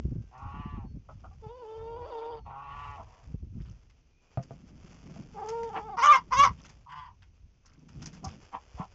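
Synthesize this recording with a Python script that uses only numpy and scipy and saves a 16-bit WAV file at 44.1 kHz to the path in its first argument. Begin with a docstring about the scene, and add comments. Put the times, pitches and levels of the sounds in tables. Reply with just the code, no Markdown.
"""Air buffets a microphone while rustling and a thin far whistle are heard; soon a hen moans low and hoarse.
Clucks, a wavering whine, two loud squawks and a growl follow, among knocked boards and snapping shavings.
Every call starts as pulses from the hen's voice box, which are coloured by the throat and let out by the beak.
Boards ring as fading tones; air, cloth, shavings and the yard are filtered noise; far birds are thin tones."""
import sys
import numpy as np
from scipy import signal
from scipy.fft import rfft, irfft, next_fast_len
from scipy.io import wavfile
from scipy.ndimage import uniform_filter1d, map_coordinates

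SR = 44100
rng = np.random.default_rng(int(sys.argv[2]) if len(sys.argv) > 2 else 0)


def wav_out(sig):
    """Save sig, one row per channel (or a flat mono array), as 16-bit PCM at SR to the path in sys.argv[1]."""
    wavfile.write(sys.argv[1], SR, np.round(np.clip(np.atleast_2d(sig).T, -1, 1) * 32767).astype(np.int16))


N = 394254
TIME = np.arange(N) / SR
CUTOFF_HZ = 7900

# voice of each moan, and of the growl: time_s, pitch_hz, roughness (0-1)
MOAN_VOICE = [
    [(.31, 123, 0.75), (.41, 134.6, 0.2), (.55, 141.9, 0.37), (.64, 144.1, 0.03), (.745, 144.6, 0.03),
     (.8, 135, 0.13), (.87, 120.4, 0.34)],
    [(2.445, 127.1, 1.05), (2.55, 137, 0.3), (2.82, 144, 0.29), (2.95, 142.2, 0.1), (2.99, 131.2, 0.2)],
]
GROWL_VOICE = [(6.855, 130, 0.28), (6.93, 149, 0.76), (6.98, 148, 0.061), (7.06, 139.1, 0.62),
               (7.14, 118, 0.26)]
# loudness of each moan: time_s, lower_resonance_db, upper_resonance_db, overtones_db
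MOAN_LEVEL = [
    [(.31, -54.5, -60, -67), (.42, -56.5, -50.5, -67), (.6, -53, -51, -59), (.77, -58, -56, -64),
     (.87, -61, -73, -80)],
    [(2.445, -47, -60, -69), (2.56, -51.5, -49, -64.5), (2.7, -50.5, -48, -57), (2.88, -52, -46, -55.5),
     (2.99, -50, -53.5, -61)],
]
# loudness of the growl: time_s, body_db, overtones_db
GROWL_LEVEL = [(6.855, -48.5, -79), (6.905, -51.5, -57.5), (6.985, -40, -50), (7.02, -50, -57.5),
               (7.085, -53, -65), (7.14, -72, -90)]
# pitch that each whine aims at: time_s, pitch_hz
WHINE_PITCH = [
    [(1.42, 446), (1.47, 423), (1.56, 519), (1.615, 502), (1.65, 430.2), (1.85, 456), (2.11, 479),
     (2.19, 448), (2.3, 477), (2.4, 427)],
    [(5.34, 436.5), (5.46, 430.3), (5.56, 465), (5.86, 445.3), (5.925, 411), (5.96, 335)],
]
# loudness of each whine: time_s, fundamental_db, overtones_db
WHINE_LEVEL = [
    [(1.42, -53, -69), (1.442, -48.5, -46), (1.57, -48, -57), (1.656, -45.5, -48.5), (2.108, -43, -46.5),
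     (2.142, -41.5, -42), (2.346, -43, -44), (2.386, -52, -49.5), (2.41, -84, -58)],
    [(5.335, -52, -57), (5.388, -46, -39), (5.512, -37.5, -39), (5.654, -38, -41.5), (5.728, -53, -43.5),
     (5.776, -45.5, -35), (5.798, -48.5, -46), (5.94, -52, -39.5)],
]
# whines, dull when the hen faces away: start_roughness (0-1), end_roughness (0-1), end_treble_db
WHINES = [(0.2, 0.7, -4.5), (.35, 0.08, -14)]
# the whining voice slips off its pitch and back: middle_s, length_s, jump_hz
SLIPS = [(1.986, 0.028, 34), (2.081, 0.048, 184.5), (5.38, 0.031, -36), (5.423, 0.018, -41.5),
         (5.7, 0.022, -49), (5.744, 0.025, -72), (5.821, 0.031, -40.5), (5.893, 0.017, -49)]
WHINE_ROUGH_START_S = 0.16   # time in which the first roughness dies down
WHINE_SLIP_ROUGH = 0.25   # roughness added while the voice slips
WHINE_BRIGHTEN_DB = 1.5   # the treble gains this much as she strains through the call
# pitch of each squawk: time_s, pitch_hz
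SQUAWK_PITCH = [
    [(5.965, 443), (5.99, 480.6), (6.012, 450), (6.03, 536), (6.046, 581), (6.09, 583), (6.118, 611),
     (6.13, 543), (6.152, 524), (6.205, 446.6)],
    [(6.305, 431), (6.33, 528), (6.355, 484.6), (6.372, 542.6), (6.436, 577.7), (6.47, 489), (6.5, 449)],
]
# loudness of each squawk, a short lead-in before the full cry:
# time_s, first_resonance_db, second_resonance_db, rasp_db
SQUAWK_LEVEL = [
    [(5.965, -44, -60, -61), (5.989, -27, -41, -44), (6.015, -29, -40, -40), (6.035, -20, -27, -31),
     (6.072, -18.5, -32, -30), (6.093, -12.5, -34, -34), (6.14, -17, -21, -32), (6.163, -23, -35, -35),
     (6.205, -51, -63, -63)],
    [(6.305, -44, -64, -65), (6.333, -22, -32, -36), (6.361, -29, -41, -40), (6.402, -14.5, -25, -24.5),
     (6.423, -16, -32, -33), (6.447, -15.5, -23.5, -29), (6.467, -21, -36, -36), (6.5, -51, -61, -59)],
]
# a squawk breaks from a clear tone into a rasp: middle_s, length_s, added_roughness (0-1)
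BREAKS = [(5.975, .035, .65), (6.058, .03, .55), (6.105, .05, .25), (6.172, .03, .7), (6.325, .035, .45),
          (6.44, .025, .6), (6.485, .035, .7)]
# strong-weak pulses, which sound lines half way between the harmonics: middle_s, length_s
DOUBLINGS = [(6.05, 0.051), (6.152, 0.025), (6.453, 0.02)]
DOUBLING_DEPTH, SQUAWK_CLEAR_ROUGH, SQUAWK_AIR_DB = 0.98, 0.13, -6
# clucks: loudest_s, level_db, swell_s, half_fade_s, pitch_hz, roughness (limited to 0-1),
# overtones_db (relative to the level), lower_resonance_hz, upper_resonance_hz
CLUCKS = [(1.094, -44.5, 0.0046, 0.0061, 139.1, 0.36, -21, 623, 1310),
          (1.245, -47, 0.0052, 0.0075, 140.7, 1.08, -21, 680, 1290),
          (1.314, -58.5, 0.0026, 0.0044, 400, 0, -23, 796, 1200),
          (3.002, -46, 0.03, 0.008, 474, 0.7, -19, 700, 1000),
          (3.12, -63.5, 0.12, 0.063, 138.2, 1.1, -10.5, 680, 980),
          (5.777, -31, 0.025, 0.0026, 447.2, 0.65, -8, 910, 1380),
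          (8.248, -42, 0.01, 0.011, 390.3, 0.35, -22, 728, 945),
          (8.551, -36, 0.018, 0.0046, 481.4, 0.71, -13, 830, 1050),
          (8.806, -41, 0.022, 0.015, 454.4, 0.54, -16.5, 745, 1020)]
# throat colour of each kind of call: frequency_hz, gain_db
MOAN_THROAT = [(140, -2), (280, -21), (425, -10.5), (570, -12), (720, -5.5), (850, 6.5), (1000, -2.5),
               (1140, 4), (1290, -6.5), (1450, -4), (1620, -12), (1920, -13), (2200, -19.5), (2750, -13.5),
               (3500, -31), (6500, -45)]
GROWL_THROAT = [(145, 0.5), (300, -30.5), (680, -21), (1030, 14), (1350, 0), (1800, -14), (2070, -10),
                (2250, -21), (3200, -16.5), (4080, -37), (4800, -23), (7000, -41.5)]
WHINE_THROAT = [(290, -4.5), (450, 6.5), (680, 4.5), (930, 0.5), (1350, -16.5), (1800, -29.5),
                (2300, -28.5), (2900, -21.5), (3650, -23), (4100, -41), (4650, -24), (6500, -64)]
SQUAWK_THROAT = [(540, -15), (700, -16), (930, -2), (1170, 9), (1370, 1), (1600, -15), (1850, -21),
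                 (2200, -14), (2520, -21), (2780, -11), (3500, -26), (4300, -38), (5200, -29), (6200, -25),
                 (7800, -47)]
CLUCK_THROAT = [(200, 4), (450, -8.5), (800, 1.5), (2000, -7), (3050, -8), (3800, -25)]
MOAN_THROAT_HZ, GROWL_THROAT_HZ, SQUAWK_THROAT_HZ = 141.8, 149, 578   # pitch at which each colour holds
THROAT_FOLLOWS = 0.43   # share of a pitch change that the throat resonances follow
SHIMMER_DB, SHIMMER_FULL_HZ = 4.5, 3500   # each partial flickers on its own, the high ones most
# knocks on the boards: start_s, thud_db, thud_hz, clack_db
KNOCKS = [(4.3735, -22.5, 130, -28.5), (4.394, -33.5, 180, -40), (4.508, -37.5, 139, -39),
          (5.095, -42.5, 151, -58), (5.163, -58, 183, -43), (8.265, -29.5, 83, -48),
          (8.744, -32.5, 59.3, -68.5), (8.798, -26, 179, -59)]
# modes of the boards: frequency_hz, level_db (relative to the clack), t60_s
BOARD = [(204, -5, 0.12), (363, -34, 0.042), (525, -14.5, 0.18), (670, -5.5, 0.067), (685, -5, 0.051),
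         (1020, -26, 0.019), (1210, -20, 0.092), (2230, -34, 0.022)]
# shavings snapping and shifting underfoot: time_s, crisp_top_db, dull_middle_db
SNAPS = [(0.38, -62, -84), (3.659, -72, -59.5), (3.9, -67, -61.5), (4.429, -53, -57), (5.489, -43, -45.5),
         (5.634, -52, -50), (6.652, -50, -45.5), (6.695, -52, -50), (7.224, -67, -55), (7.6598, -53, -57.5),
         (7.889, -61, -57.5), (8.021, -44, -45.5), (8.0613, -38, -46), (8.132, -48.5, -50),
         (8.2457, -38, -62), (8.287, -54, -53)]
# colours of the crisp and the dull part of a snap: frequency_hz, gain_db
SNAP_COLOUR = [(3800, -9.5), (5000, 8), (6500, 7.5), (7800, -11.5)]
SNAP_DULL_COLOUR = [(900, -2.5), (3000, -5.5), (4200, -15)]
# feet scuffing through the shavings: start_s, held_s, level_db
SCUFFS = [(3.6, 0.13, -71.5), (5.45, 0.38, -73.5), (6.59, 0.086, -63.5), (7.63, 0.16, -72.5),
          (7.89, 0.21, -68.5), (8.25, 0.073, -63)]
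SCUFF_RISE_DB_PER_S, SCUFF_FADE_DB_PER_S = 1187, 392
# gusts on the microphone: start_s, held_s, level_db
GUSTS = [(0, 0.19, -39.5), (.44, 0.53, -43), (1.11, 0.4, -50.5), (1.81, 0.23, -49), (2.35, 0.13, -49.5),
         (2.67, 0.41, -50), (3.28, 0.44, -44.5), (3.85, 0.059, -55.5), (4.52, 2.28, -56),
         (6.37, 0.14, -42.5), (7.0, 0.3, -58), (7.43, 0.028, -53.5), (7.68, 1.65, -61), (7.97, 0.092, -50)]
GUST_RISE_DB_PER_S, GUST_FADE_DB_PER_S, CALM_DB = 218.5, 159, -81
# sharp puffs: time_s, peak_db
PUFFS = [(0.009, -27), (0.038, -20.5), (0.082, -34), (0.597, -30.5), (0.66, -29), (0.739, -28.5),
         (0.912, -39), (0.965, -33), (1.464, -33), (3.345, -24), (3.428, -33.5), (3.57, -30.5),
         (3.606, -31)]
# colours of the large eddies, and of the small eddies and puffs: frequency_hz, gain_db
BUFFET_COLOUR = [(20, -14), (50, 3.5), (85, 2.5), (130, -8.5), (220, -23), (500, -51.5)]
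GUST_COLOUR = [(60, -5), (110, 0), (210, -8.5), (330, -21), (520, -37.5)]
# strokes of the hand on the case: start_s, held_s, level_db
RUBS = [(4.46, 2.23, -55.5), (5.08, 0.13, -47), (7.76, 0.16, -57), (7.98, 0.32, -47)]
RUB_RISE_DB_PER_S, RUB_FADE_DB_PER_S = 203, 131.5
# spells of rustling cloth and litter: start_s, held_s, level_db
RUSTLES = [(0, 0.5, -72.5), (1.1, 1.12, -71.5), (2.8, 0.44, -65.5), (3.6, 0.21, -73), (4.33, 0.31, -67.5),
           (4.82, 0.41, -61), (5.4, 0.39, -59.5), (6.2, 0.54, -66.5), (7.97, 0.38, -64.5),
           (8.45, 0.42, -62.5)]
RUSTLE_RISE_DB_PER_S, RUSTLE_FADE_DB_PER_S, RUSTLE_REST_DB = 88, 69.5, -80.5
# colours of the rubbing, and of the rustling and scuffing: frequency_hz, gain_db
RUB_COLOUR = [(90, -13), (160, 2.5), (270, -7.5), (420, -20), (1100, -39.5)]
RUSTLE_COLOUR = [(400, 3), (1380, -3.5), (1800, -8), (2600, -5), (3400, -9), (3950, -20.5), (4800, -8),
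                 (6300, -9.5), (7420, -16.5), (8000, -45)]
# thin calls of distant birds: start_s, length_s, pitch_hz, level_db, waver_hz
WHISTLES = [(0, 1.05, 1565, -77, 12), (0.835, 0.12, 4390, -76, 15), (2.362, .15, 4340, -79, 15),
            (4.06, .36, 2450, -75, 45)]
# colour of the quiet yard: frequency_hz, gain_db
YARD_COLOUR = [(25, -4.5), (84, -11), (130, -17), (240, -22.5), (1000, -42.5), (1700, -46), (2500, -37),
               (4000, -46.5), (6280, -38.5), (8000, -76)]
YARD_DB = -65


def from_db(db):
    """Decibels to gain."""
    return 10 ** (np.asarray(db) / 20)


def rms_one(x):
    """Scale to an average strength (rms) of 1."""
    return x / np.sqrt(np.mean(x ** 2) + 1e-20)


def along(rows, t):
    """Read each column of a curve at the times t."""
    s, *columns = np.transpose(rows)
    return [np.interp(t, s, c) for c in columns]


def span(rows):
    """Sample times covered by a curve."""
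    return np.arange(rows[0][0], rows[-1][0], 1 / SR)


def colour(x, outline):
    """Filter by an outline of (Hz, dB) points that falls 20 dB an octave beyond its ends."""
    size = next_fast_len(len(x) + 4096)
    octave = np.log2(np.arange(size // 2 + 1) * SR / size + 1)
    hz, db = np.transpose(outline)
    beyond = np.abs(octave - np.clip(octave, np.log2(hz[0]), np.log2(hz[-1])))
    gain = from_db(np.interp(octave, np.log2(hz), db) - 20 * beyond)
    return irfft(rfft(x, size) * gain, size)[:len(x)]


def cut(x, hz, kind, order=2):
    """Butterworth filter: "low" keeps what lies below hz, "high" what lies above."""
    return signal.sosfilt(signal.butter(order, min(hz, SR / 3), kind, fs=SR, output="sos"), x)


def wander(rate, size):
    """Smooth random curve of rms 1, with about `rate` turns a second."""
    knots = rng.standard_normal(size // 16 + 8)
    return rms_one(map_coordinates(knots, [np.arange(size) * rate / SR], order=3, mode="wrap"))


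def steady(x, seconds=0.051):
    """Even out the slow level, keeping the fast flutter."""
    power = uniform_filter1d(x ** 2, max(int(seconds * SR), 2))
    return x / np.sqrt(np.abs(power) + 1e-12)


def bump(t, s, length):
    """A smooth plateau of height 1 centred on s."""
    return np.exp(-np.abs(2 * (t - s) / length) ** 3)


def swells(events, rise_db_per_s, fade_db_per_s):
    """Joint level in dB of (start, held, dB) events that rise before the start, hold, then fade."""
    power = 1e-14
    for s, held, db in events:
        early, late = np.maximum(s - TIME, 0), np.maximum(TIME - s - held, 0)
        power = power + from_db(db - rise_db_per_s * early - fade_db_per_s * late) ** 2
    return 10 * np.log10(power)


def ring(t, hz, db, t60):
    """One tone that falls 60 dB in t60 seconds."""
    return from_db(db - 60 * t / t60) * np.sin(2 * np.pi * hz * t)


def add(out, start, x):
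    """Mix x into out from the time start on."""
    i = max(int(start * SR), 0)
    out[i:i + len(x)] += x[:max(N - i, 0)]


def syrinx(pitch, rough, jitter, flutter, hiss, waver):
    """The voice box: membrane pulses; when rough, timing scatters, every third one swells and air hisses."""
    size, rough = len(pitch), np.clip(rough, 0, 1)
    mean_hz = np.mean(pitch)
    phase = 2 * np.pi * np.cumsum(pitch * (1 + waver * wander(70, size))) / SR
    phase = phase + jitter * rough * wander(mean_hz, size)
    pulses = 0
    for k in range(1, int(CUTOFF_HZ / mean_hz) + 1):
        shimmer_db = SHIMMER_DB * min(k * mean_hz / SHIMMER_FULL_HZ, 1) * wander(45, size)
        pulses = pulses + from_db(shimmer_db) * np.cos(k * phase + np.pi * k * k / 9)
    every_third = np.cos(phase / 3 + wander(60, size))
    swell = 1 + flutter * rough * (every_third + .5 * wander(300, size))
    air = rng.standard_normal(size) * (1 + np.cos(phase))   # air rushes through each opening
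    return rms_one(pulses) * swell + hiss * (rough ** 2 + .1) * air


def glide(x, outline, pitch_ratio, count=5):
    """Colour x by throat resonances that rise and fall with the pitch, blending fixed settings."""
    shift = pitch_ratio ** THROAT_FOLLOWS
    steps = np.linspace(shift.min(), shift.max(), count)
    out = 0
    for step, share in zip(steps, np.eye(count)):
        blend = np.interp(shift, steps, share)
        out = out + blend * colour(x, np.multiply(outline, [step, 1]))
    return out


def beak(x, splits_hz, levels_db):
    """The opening of the beak sets how much of each resonance gets out, from the lowest up."""
    parts = []
    for hz in splits_hz:
        parts.append(cut(x, hz, "low", order=10))
        x = cut(x, hz, "high", order=10)
    ends = signal.windows.tukey(len(x), min(.012 * SR / len(x), 1))   # soft start and stop
    return ends * sum(from_db(db) * steady(part) for part, db in zip(parts + [x], levels_db))


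def low_call(voice, level, outline, throat_hz, splits_hz, flicker_db=4, edge_s=0.028):
    """Slow pulses pass the throat; while the voice is rough, each resonance flickers on its own."""
    out, t = np.zeros(N), span(voice)
    pitch, rough = along(voice, t)
    source = syrinx(pitch, rough, jitter=.24, flutter=.45, hiss=.6, waver=.008)
    levels_db = [db + flicker_db * rough * wander(71.2, len(t)) for db in along(level, t)]
    edges = np.minimum(np.minimum(t - t[0], t[-1] - t) / edge_s, 1)
    throat = glide(source, outline, pitch / throat_hz)
    add(out, t[0], edges * beak(throat, splits_hz, levels_db))
    return out


def moans():
    """Two moans on a pair of close resonances start hoarse, then clear; a short growl has one resonance."""
    out = low_call(GROWL_VOICE, GROWL_LEVEL, GROWL_THROAT, GROWL_THROAT_HZ, [1350])
    for voice, level in zip(MOAN_VOICE, MOAN_LEVEL):
        out = out + low_call(voice, level, MOAN_THROAT, MOAN_THROAT_HZ, [990, 1520])
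    return out


def whines():
    """A nearly closed beak lets out mostly the first two partials, with slips in pitch and roughness."""
    out = np.zeros(N)
    for (first_rough, last_rough, treble_db), contour, level in zip(WHINES, WHINE_PITCH, WHINE_LEVEL):
        t = span(contour)
        pitch = along(contour, t)[0] + sum(jump_hz * bump(t, s, length) for s, length, jump_hz in SLIPS)
        rough = first_rough * np.exp(-(t - t[0]) / WHINE_ROUGH_START_S)
        rough = rough + last_rough * np.linspace(0, 1, len(t))
        rough = rough + WHINE_SLIP_ROUGH * sum(bump(t, s, length) for s, length, _ in SLIPS)
        source = syrinx(pitch, rough, jitter=.23, flutter=.85, hiss=.45, waver=0.013)
        treble = from_db(treble_db + WHINE_BRIGHTEN_DB * np.linspace(-1, 0, len(t)))
        source = source + (treble - 1) * colour(source, [(1900, -30), (2500, 0), (CUTOFF_HZ, 0)])
        add(out, t[0], beak(colour(source, WHINE_THROAT), [720], along(level, t)))
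    return out


def squawks():
    """Hard-blown calls that break between a clear tone and a rasp."""
    out = np.zeros(N)
    for contour, level in zip(SQUAWK_PITCH, SQUAWK_LEVEL):
        t = span(contour)
        pitch, = along(contour, t)
        rough = SQUAWK_CLEAR_ROUGH + sum(depth * bump(t, s, length) for s, length, depth in BREAKS)
        source = syrinx(pitch, rough, jitter=.36, flutter=.9, hiss=.3, waver=.008)
        doubling = DOUBLING_DEPTH * sum(bump(t, s, length) for s, length in DOUBLINGS)
        half_pitch = np.cos(np.pi * np.cumsum(pitch) / SR)
        source = source * (1 + doubling * half_pitch)
        air = rng.standard_normal(len(t)) * from_db(9 * wander(400, len(t)))   # sputters in the open beak
        source = source + from_db(SQUAWK_AIR_DB) * np.sqrt(rough) * cut(air, 4200, "high", order=4)
        throat = glide(source, SQUAWK_THROAT, pitch / SQUAWK_THROAT_HZ)
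        add(out, t[0], beak(throat, [1750, 2550], along(level, t)))
    return out


def clucks(arch=1.5, sharpness=6, boost_db=13):
    """Short notes swell and fade through two throat resonances, their pitch highest when loudest."""
    out, t = np.zeros(N), np.arange(-.1, .3, 1 / SR)
    for s, db, swell, half_fade, pitch, rough, overtones_db, *resonances_hz in CLUCKS:
        envelope = np.exp(-(t / np.where(t < 0, swell, 2 * half_fade)) ** 2)
        arched = pitch * np.exp(-arch * np.abs(t))
        source = syrinx(arched, rough, jitter=0.79, flutter=0.95, hiss=1.7, waver=0.0098)
        peaks = [signal.lfilter(*signal.iirpeak(hz, sharpness, fs=SR), source) for hz in resonances_hz]
        throat = colour(source + from_db(boost_db) * sum(peaks), CLUCK_THROAT)
        add(out, s + t[0], envelope * beak(throat, [1480], [db, db + overtones_db]))
    return out


def knocks(crack_db=-4, crack_t60=0.041):
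    """Each blow gives a low thud of the frame, a short dull crack, and rings the modes of the boards."""
    out, t = np.zeros(N), np.arange(SR // 3) / SR
    for s, thud_db, thud_hz, clack_db in KNOCKS:
        add(out, s, ring(t, thud_hz, thud_db, t60=.1))
        crack = rms_one(cut(rng.standard_normal(len(t)), 740, "low", order=3))
        add(out, s, crack * from_db(clack_db + crack_db - 60 * t / crack_t60))
        for hz, mode_db, t60 in BOARD:
            add(out, s, ring(t, hz, clack_db + mode_db + rng.normal(0, 1), t60))
    return cut(out, 55, "high", order=3)


def snaps(t60=0.07, grain_db=4.0, onset_s=0.0049):
    """A dry shaving breaks in a quickly dying spray of tiny cracks."""
    out, t = np.zeros(N), np.arange(SR // 8) / SR
    for s, crisp_db, dull_db in SNAPS:
        spray = 0
        for db, outline in ((crisp_db, SNAP_COLOUR), (dull_db, SNAP_DULL_COLOUR)):
            spray = spray + from_db(db) * rms_one(colour(rng.standard_normal(len(t)), outline))
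        cracks = spray * from_db(grain_db * wander(450, len(t)))
        onset = 1 - np.exp(-(t / onset_s) ** 2)
        add(out, s - onset_s, cracks * onset * from_db(1.0 - 60 * t / t60))
    return out


def scuffs(cracks_per_s=700, size_db=8.0, slide=0.32, ring_cycles=22, count=12):
    """Claws push shavings aside: each flake ticks briefly at one of several pitches, over a soft slide."""
    born = rng.random(N) < cracks_per_s * from_db(5 * wander(45, N)) / SR
    sizes = from_db(size_db * np.minimum(rng.exponential(1, N), 3))
    cracks = born * rng.choice([-1, 1], N) * sizes
    dealt, t = rng.integers(0, count, N), TIME[:SR // 40]
    ticks = 0
    for k, hz in enumerate(np.geomspace(1100, 7200, count)):
        tick = hz * ring(t, hz, 0, ring_cycles / hz)
        ticks = ticks + signal.oaconvolve(cracks * (dealt == k), tick)[:N]
    crackle = rms_one(colour(rms_one(ticks) + slide * rng.standard_normal(N), RUSTLE_COLOUR))
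    return crackle * from_db(swells(SCUFFS, SCUFF_RISE_DB_PER_S, SCUFF_FADE_DB_PER_S))


def coop(x, t60, wet_db):
    """Close plank walls return a short, dull scatter of echoes."""
    t = np.arange(SR // 2) / SR
    echoes = cut(rng.standard_normal(len(t)), 3200, "low") * from_db(-60 * t / t60)
    echoes = echoes * (t > .004)   # the first echo arrives a little late
    return x + from_db(wet_db) * signal.fftconvolve(x, echoes / np.sqrt(np.sum(echoes ** 2)))[:N]


def buffeting(lumpy_db=14.0, puff_s=0.0038, gust_growth=2.4, gust_db=-7):
    """Lumpy low pressure noise at the microphone; strong gusts add smaller, higher eddies; puffs are sharp."""
    level_db = np.maximum(swells(GUSTS, GUST_RISE_DB_PER_S, GUST_FADE_DB_PER_S), CALM_DB)
    eddies = steady(colour(rng.standard_normal(N), BUFFET_COLOUR), seconds=0.025)
    eddies = eddies * from_db(level_db + 2.0 * wander(27, N))
    small = steady(colour(rng.standard_normal(N), GUST_COLOUR), seconds=0.011)
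    small = small * from_db(lumpy_db * np.tanh(wander(70, N)))
    small = small * from_db(gust_db - 42.0 + gust_growth * (level_db + 42.0))   # grows faster than the gust
    puffs, t = np.zeros(N), np.arange(-SR // 20, SR // 12) / SR
    for s, db in PUFFS:
        age = np.maximum(t, 0) / puff_s
        puff = colour(rng.standard_normal(len(t)) * age * np.exp(-age), GUST_COLOUR)
        puff = puff * signal.windows.hann(len(t))
        add(puffs, s + t[0] - puff_s / 2, from_db(db) * puff / np.abs(puff).max())
    return eddies + small + puffs


def rubbing(uneven_db=3.0):
    """Fingers drag on the case with a dull murmur."""
    drag = colour(rng.standard_normal(N) * from_db(uneven_db * wander(60, N)), RUB_COLOUR)
    return steady(drag, seconds=0.54) * from_db(swells(RUBS, RUB_RISE_DB_PER_S, RUB_FADE_DB_PER_S))


def rustle(grains_per_s=300, grain_db=-2.0, uneven_db=0.55):
    """A soft sliding hiss of cloth and litter with crisp grains that come in clumps."""
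    level_db = np.maximum(swells(RUSTLES, RUSTLE_RISE_DB_PER_S, RUSTLE_FADE_DB_PER_S), RUSTLE_REST_DB)
    born = rng.random(N) < grains_per_s * from_db(5 * wander(35, N)) / SR
    sizes = from_db(grain_db * np.minimum(rng.exponential(1, N), 3))
    grains = born * rng.choice([-1, 1], N) * sizes
    hiss = rms_one(colour(rng.standard_normal(N) + 21.0 * grains, RUSTLE_COLOUR))
    return from_db(level_db + uneven_db * wander(8.5, N)) * hiss


def far_birds():
    """Thin far calls swell and fade, some nearly pure, some wavering more."""
    out = np.zeros(N)
    for s, length, hz, db, waver_hz in WHISTLES:
        t = np.arange(0, length, 1 / SR)
        pitch = hz + waver_hz * wander(210, len(t))
        tone = np.sin(2 * np.pi * np.cumsum(pitch) / SR)
        add(out, s, from_db(db) * np.sin(np.pi * t / length) * tone)
    return out


def yard():
    """The quiet yard is a steady, faint, mostly low noise."""
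    return from_db(YARD_DB) * rms_one(colour(rng.standard_normal(N), YARD_COLOUR))


def scene():
    """Hens and wood inside the coop, handling at the microphone, a quiet yard behind."""
    near = coop(whines() + squawks() + knocks() + snaps() + scuffs(), t60=0.1, wet_db=-15.0)
    far = coop(moans() + clucks(), t60=0.095, wet_db=-10.0)
    return (near + far + buffeting() + rubbing() + rustle() + far_birds() + yard())[None]


def record(dry, top=0.54):
    """The loudest peaks are rounded off; the recorder removes nearly all above its cut-off."""
    rounded = top * np.tanh(dry / top)
    return signal.sosfilt(signal.ellip(10, .3, 80, CUTOFF_HZ, fs=SR, output="sos"), rounded)


dry = scene()
out = record(dry)
wav_out(out)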